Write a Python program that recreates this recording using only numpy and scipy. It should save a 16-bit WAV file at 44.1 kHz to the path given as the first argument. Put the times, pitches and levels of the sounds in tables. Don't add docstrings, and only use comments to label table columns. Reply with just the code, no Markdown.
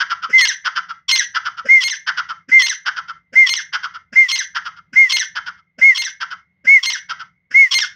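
import sys
import numpy as np
from scipy import signal
from scipy.fft import rfft, irfft
from scipy.io import wavfile
from scipy.ndimage import uniform_filter1d, minimum_filter1d

SR = 44100
rng = np.random.default_rng(int(sys.argv[2]) if len(sys.argv) > 2 else 0)


def dump_mix(stems):
    frames = np.atleast_2d(stems).T
    limited = np.clip(frames, -1, 1)
    pcm = np.round(limited * 32767).astype(np.int16)
    wavfile.write(sys.argv[1], SR, pcm)


N = 350595
TIME = np.arange(N) / SR

# frequency in Hz, gain in dB.
WALL_SPECTRUM = [(200, -12.5), (800, -5), (1400, -9), (2000, 3.5), (2600, -12), (3500, -10), (4500, -12.5),
                 (5300, -13), (6100, 0), (7000, -9.5), (9000, -23), (14000, -32)]


def undb(db):
    return 10 ** (np.asarray(db) / 20)


def unit(x):
    return x / np.sqrt(np.mean(x ** 2))


def add(out, start_s, x):
    i = int(round(start_s * SR))
    x, i = x[max(-i, 0):], max(i, 0)
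    out[i:i + len(x)] += x[:max(len(out) - i, 0)]


def colour(x, points, size=2048):
    point_hz, point_db = np.transpose(points)
    hz = np.maximum(np.arange(size // 2 + 1) * SR / size, 1)
    gain_db = np.interp(np.log(hz), np.log(point_hz), point_db)
    cepstrum = irfft(np.log(undb(gain_db)))
    cepstrum[1:size // 2] *= 2
    cepstrum[size // 2 + 1:] = 0
    response = irfft(np.exp(rfft(cepstrum)))
    return signal.fftconvolve(x, response)[:len(x)]


def wander(t, rate_hz):
    spectrum = rfft(rng.standard_normal(len(t)))
    hz = np.arange(len(spectrum)) * SR / len(t)
    return unit(irfft(spectrum / (1 + (hz / rate_hz) ** 4), len(t)))


def swell(t, rise_s, fall_s):
    return np.exp(-(t / np.where(t < 0, rise_s, fall_s)) ** 2)


def burst(t, rise_s, fall_s):
    onset = np.exp(-(np.minimum(t, 0) / rise_s) ** 4)
    return swell(np.maximum(t, 0), 1, fall_s) * onset


def held(t, length_s, attack_s, release_s):
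    ramp = np.minimum(t / attack_s, (length_s - t) / release_s)
    return np.sin(np.pi / 2 * np.clip(ramp, 0, 1)) ** 2


def tone(hz, overtones, lift_db=0):
    phase = 2 * np.pi * np.cumsum(hz) / SR
    upper = sum(undb(db) * np.sin(round(k) * phase) for k, db in overtones)
    return np.sqrt(2) * (np.sin(phase) + undb(lift_db) * upper)


def pulses(hz, scatter, uneven_db, count=400):
    chance = rng.standard_normal((count, 2))
    out, at = np.zeros(len(hz) + 1), 0.
    for stretch, strength in chance:
        i = int(at)
        if i >= len(hz):
            break
        out[i:i + 2] += undb(uneven_db * strength) * np.array([1 - (at - i), at - i])
        at += SR / hz[i] * np.exp(scatter[i] * stretch)
    return unit(out[:-1])


def background():
    # frequency in Hz, relative level in dB.
    rumble_spectrum = [(20, -27), (45, -12.5), (70, 1.5), (130, -1), (170, 5.5), (220, -11), (330, -18),
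                       (900, -25), (2000, -23), (4000, -37), (8000, -55), (14000, -52)]
    rumble_db = -63.5 + 1.9 * wander(TIME, 2.5)
    rumble = undb(rumble_db) * unit(colour(rng.standard_normal(N), rumble_spectrum))
    hum_hz = 178 * (1 + .02 * wander(TIME, 8.8))
    hum_db = -70 + 2.5 * wander(TIME, 8.1)
    return rumble + undb(hum_db) * tone(hum_hz, [(2, -28.0)])


def tail(t60_s):
    t = np.arange(int(.9 * SR)) / SR
    build_up = 1 - np.exp(-t / 0.036)
    decay = np.exp(-np.log(1000) * t / t60_s)
    response = colour(rng.standard_normal(len(t)), WALL_SPECTRUM) * build_up * decay
    return response / np.sqrt(np.sum(response ** 2))


def veranda(x, room_db=-16, t60_s=0.21):
    # delay in seconds, gain in dB ahead of the wall spectrum.
    echoes = [(.00205, -22.5), (.0074, -10), (0.0178, -19.5), (.0545, -25.5), (0.067, -39), (0.082, -36)]
    response = np.zeros(int(.9 * SR))
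    for delay_s, db in echoes:
        add(response, delay_s, undb([db]))
    response = colour(response, WALL_SPECTRUM)
    add(response, 0, undb(room_db) * tail(t60_s))
    return signal.fftconvolve(x, response)[:N]


def yard(x):
    response = undb(-31.5) * tail(t60_s=0.085) + undb(-45.5) * tail(t60_s=1.8)
    return signal.fftconvolve(x, response)[:N]


def cluck(hz, ring_db, rasp_db, push, rate_hz=470, scatter=0.16, rattle_hz=140):
    # frequency in Hz, relative gain in dB.
    throat = [(430, -38.5), (530, -19.5), (680, -22.5), (950, -3), (1500, 3.5), (2450, -5), (3100, 6),
              (3650, -5), (4000, -10), (4900, 1.5), (5500, -2.5), (6600, -21.5), (7600, -38), (9600, -37),
              (12000, -62)]
    fall_per_s, wobble = 4.45, .09
    t = np.arange(int(.08 * SR)) / SR - .035
    slaps = pulses(np.full(len(t), rate_hz), np.full(len(t), scatter), uneven_db=-0.5)
    slaps = slaps + .35 * rng.standard_normal(len(t))
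    hoarse = undb(rasp_db) * burst(t + 0.0035, 0.017, 0.014) * unit(colour(slaps, throat))
    ring_hz = hz * np.exp(push * (wobble * wander(t, 380) - fall_per_s * t))
    ring = tone(ring_hz, [(2, -31)]) * undb(1.6 * wander(t, 180))
    ring = undb(ring_db) * swell(t - .003, 0.018, 0.016) * ring
    flutter = 1 + .2 * tone(rattle_hz * np.exp(.3 * wander(t, 100)), [])
    return flutter * (hoarse + ring)


def clucks():
    # time in seconds, base level in dB for ring and rasp.
    cluck_rows = [(0.019, -15.5), (0.122, -16.5), (0.246, -18.5), (0.671, -16), (0.779, -15), (0.91, -25),
                  (1.369, -16), (1.473, -18.5), (1.594, -24), (2.091, -16), (2.193, -15.5), (2.31, -21.5),
                  (2.881, -15.5), (2.986, -21), (3.102, -25.5), (3.752, -16), (3.852, -20), (3.961, -28.5),
                  (4.572, -18), (4.673, -23), (4.784, -35), (5.376, -20.5), (5.483, -23.5), (5.596, -45),
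                  (6.227, -20.5), (6.327, -25.5), (7.114, -21.5), (7.215, -28.5)]
    run_gap_s = .2
    first_hz, sag_share, push_ratio = 1472, .035, 0.79
    out, place, previous_s = np.zeros(N), 0, -np.inf
    for s, db in cluck_rows:
        place = place + 1 if s - previous_s < run_gap_s else 0
        hz = first_hz * (1 - sag_share * place)
        call = cluck(hz, ring_db=db - 1, rasp_db=db - 5 - 3 * place, push=push_ratio ** place)
        add(out, s - .035, call)
        previous_s = s
    return out


def rasp(t, rise_s, fall_s, rate_hz, scatter, db):
    # frequency in Hz, relative gain in dB.
    throat = [(550, -55), (950, -21), (1400, -12), (2200, -16), (2750, -2.5), (3350, 0.5), (3950, -12),
              (4600, -8.5), (5600, -2.5), (6400, -21), (7200, -24), (9500, -39), (15000, -48.5)]
    sag_per_s = 6
    hz = rate_hz * np.exp(-sag_per_s * np.clip(t, -rise_s, fall_s))
    slaps = pulses(hz, np.full(len(t), scatter), uneven_db=3.5)
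    slaps = slaps + 5 * scatter * rng.standard_normal(len(t))
    return undb(db) * swell(t, rise_s, fall_s) * unit(colour(slaps, throat))


def clear_note(t, hz):
    # multiple of the fundamental, level in dB ahead of the lift.
    overtones = [(2, -5), (3, -11.5), (4, -24.5), (5, -30), (6, -34), (7, -32)]
    length_s, level_db, sag_share = .045, -19, 0.0076
    lift_db, edge_start_db, settle_s = 4, 11, 0.0075
    edge_db = edge_start_db * np.exp(-np.maximum(t, 0) / settle_s)
    sag = 1.003 - sag_share * np.clip(t / length_s, 0, 1) ** 3
    hz = hz * sag * (1 + 0.0084 * wander(t, 500))
    gate = held(t, length_s, attack_s=.005, release_s=0.0021)
    return gate * undb(level_db - edge_db) * tone(hz, overtones, lift_db + edge_db)


def slur(t, hz, crest_s=0.031):
    # multiple of the fundamental, level in dB ahead of lift and dulling.
    overtones = [(2, -5.5), (3, 0), (4, -23), (5, -35.5), (6, -43), (7, -40)]
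    length_s, level_db, lift_db, dull_db = .058, -23, 11, -30.5
    hold_s, fall_s, drop_share = .006, .026, .27
    slack = 1 - swell(np.maximum(t - hold_s, 0), 1, fall_s)
    roughness = (0.0067 + 0.031 * slack) * wander(t, 320)
    hz = hz * (1 - drop_share * slack) * (1 + roughness)
    shake_db = 2.5 * wander(t, 250)
    gate = held(t, length_s, attack_s=0.014, release_s=0.015) * swell(t - crest_s, 0.023, 0.021)
    return gate * undb(level_db + shake_db) * tone(hz, overtones, lift_db + dull_db * slack)


def screech(db, note_hz, slur_hz):
    # peak time in seconds,
    # rise in seconds, fall in seconds, pulse rate at the peak in Hz, period scatter (log),
    # level in dB relative to the screech.
    rasp_rows = [(.009, .007, 0.02, 1091, 0.034, -17), (.031, .006, .005, 1039, .14, -14.5),
                 (.076, .004, 0.0082, 948, .09, -15.5), (.094, .005, .005, 960, .14, -19),
                 (0.134, 0.016, 0.031, 856, .2, -30)]
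    note_at_s, slur_at_s = .028, .094
    t = np.arange(int(.18 * SR)) / SR - .005
    gate = held(t - t[0], t[-1] - t[0], attack_s=0.0046, release_s=.006)
    rasps = gate * sum(rasp(t - s, *shape) for s, *shape in rasp_rows)
    voiced = clear_note(t - note_at_s, note_hz) + slur(t - slur_at_s, slur_hz)
    return undb(db) * (rasps + voiced)


def screeches():
    # start in seconds, gain in dB, nominal clear note in Hz, nominal slur start in Hz.
    screech_rows = [(0.38, 1.5, 2120, 2070), (1.084, 3.5, 2105, 2081), (1.806, -2, 2127, 2077),
                    (2.591, -1, 2103, 2066), (3.463, -1.5, 2116, 2086), (4.285, -1.5, 2112, 2068),
                    (5.093, 0.5, 2114, 2062), (5.947, -3.5, 2112, 2027), (6.828, -2, 2114, 2012),
                    (7.711, 2.5, 2108, 1897)]
    out = np.zeros(N)
    for s, *shape in screech_rows:
        add(out, s - .005, screech(*shape))
    return out


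def gulp(low_db, upper_db, low_hz=235, upper_hz=520):
    # frequency in Hz, relative level in dB.
    hoarse_spectrum = [(800, -30.5), (1250, -15.5), (1550, 4.5), (2100, -6), (3000, -12.5), (4000, -35.5),
                       (5200, -7.5), (6200, -20), (8000, -37.5), (14000, -57.5)]
    t = np.arange(int(.09 * SR)) / SR - .04
    low_hz = low_hz * np.exp(-4 * t + 0.12 * wander(t, 100))
    low = undb(low_db) * burst(t - .003, 0.017, 0.0022) * tone(low_hz, [(2, -22)])
    upper_hz = upper_hz * np.exp(0.13 * wander(t, 80))
    upper = undb(upper_db) * swell(t + 0.0037, 0.0089, 0.011) * tone(upper_hz, [(2, -31.5)])
    hoarse = unit(colour(rng.standard_normal(len(t)), hoarse_spectrum))
    hoarse = undb(-32.5) * burst(t - .004, 0.014, 0.047) * hoarse
    return undb(-2.5) * (low + upper) + hoarse


def gulps():
    # time in seconds, low and upper thump in dB ahead of a common 2.5 dB cut.
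    gulp_rows = [(0.306, -41.5, -37.5), (1.664, -38.5, -28), (2.497, -35, -52.5), (3.339, -41.5, -37),
                 (4.137, -37, -45.5), (4.940, -38, -57.5), (5.795, -37.5, -37), (6.656, -41, -43),
                 (7.519, -50, -54)]
    out = np.zeros(N)
    for s, *shape in gulp_rows:
        add(out, s - .04, gulp(*shape))
    return out


def whistle(length_s, top_hz, end_hz, hold_s, attack_s=0.0071, release_s=.004, arch=2.1, air_db=-38):
    # multiple of the fundamental, level in dB.
    overtones = [(2, -41.5), (3, -36.5), (4, -59.5)]
    # frequency in Hz, relative level in dB.
    air_spectrum = [(500, -38), (780, -28), (1080, -2.5), (2000, -10), (2800, 1.5), (4050, -14),
                    (5400, 0.5), (6100, -4.5), (6600, -7), (7600, -20.5), (9500, -26.5), (12700, -31),
                    (14800, -21.5)]
    start_hz, level_db, end_fade_db = 1993, -5.4, -23
    t = np.arange(int(.22 * SR)) / SR
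    crest_s = .021 + .4 * hold_s
    rising = np.maximum(1 - t / crest_s, 0) ** 2
    falling = np.clip((t - crest_s) / (length_s - crest_s), 0, 1.2) ** arch
    hz = top_hz + (start_hz - top_hz) * rising + (end_hz - top_hz) * falling
    hz = hz * (1 + .0012 * wander(t, 200))
    tremor_db = .3 * wander(t, 90)
    fade_db = end_fade_db * np.clip((t - hold_s) / (length_s - hold_s), 0, 1.2) ** 2
    onset = 1 - np.exp(-t / attack_s)
    after_s = np.maximum(t - length_s, 0)
    gate = onset ** 2 * swell(after_s, 1, release_s)
    flow = onset * swell(after_s, 1, .03)
    air = unit(colour(rng.standard_normal(len(t)), air_spectrum))
    air = flow * undb(air_db + 0.17 * fade_db) * air
    return gate * undb(level_db + fade_db + tremor_db) * tone(hz, overtones) + air


def whistles():
    # start in seconds, length in seconds, top in Hz, end in Hz, full push held in seconds.
    whistle_rows = [(0.328, 0.14, 2084, 1593, 0.022), (1.684, 0.14, 2143, 1896, 0.062),
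                    (2.513, 0.13, 2105, 1800, 0.057), (3.352, 0.13, 2130, 1834, 0.058),
                    (4.154, 0.12, 2125, 1896, 0.041), (4.955, 0.13, 2146, 1892, 0.058),
                    (5.811, 0.13, 2174, 1830, 0.083), (6.667, 0.13, 2210, 1865, 0.094),
                    (7.539, 0.14, 2198, 1854, 0.082)]
    out = np.zeros(N)
    for s, *shape in whistle_rows:
        add(out, s, whistle(*shape))
    return out


def scene():
    mate = clucks() + screeches()
    near = gulps() + whistles()
    mix = near + yard(near) + mate + veranda(mate) + background()
    fade_in = np.minimum(TIME / .004, 1)
    return (fade_in * mix)[None]


def follow(x, release_db_per_s):
    db = 10 * np.log10(np.abs(uniform_filter1d(x ** 2, size=441)) + 1e-12)
    return np.maximum.accumulate(db + release_db_per_s * TIME, axis=-1) - release_db_per_s * TIME


def record(dry):
    bass_hz, duck_above_db, duck_slope, duck_release_db_per_s = 373, -16, 2.8, 34.5
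    hush_below_db, hush_slope, hush_depth_db, hush_release_db_per_s = -34, 1, 6.5, 131
    top_hz = 15750
    bass = signal.sosfiltfilt(signal.butter(4, bass_hz, fs=SR, output="sos"), dry)
    duck_db = -duck_slope * np.maximum(follow(dry, duck_release_db_per_s) - duck_above_db, 0)
    under_db = follow(dry, hush_release_db_per_s) - hush_below_db
    hush_db = np.clip(hush_slope * under_db, -hush_depth_db, 0)
    x = (dry - bass + undb(duck_db) * bass) * undb(hush_db)
    needed_gain = np.minimum(.92 / (np.abs(x) + 1e-9), 1)
    limiter_gain = uniform_filter1d(minimum_filter1d(needed_gain, size=221), size=221)
    low_pass = signal.ellip(10, .1, 80, top_hz, fs=SR, output="sos")
    return signal.sosfilt(low_pass, x * limiter_gain)


dry = scene()
out = record(dry)
dump_mix(out)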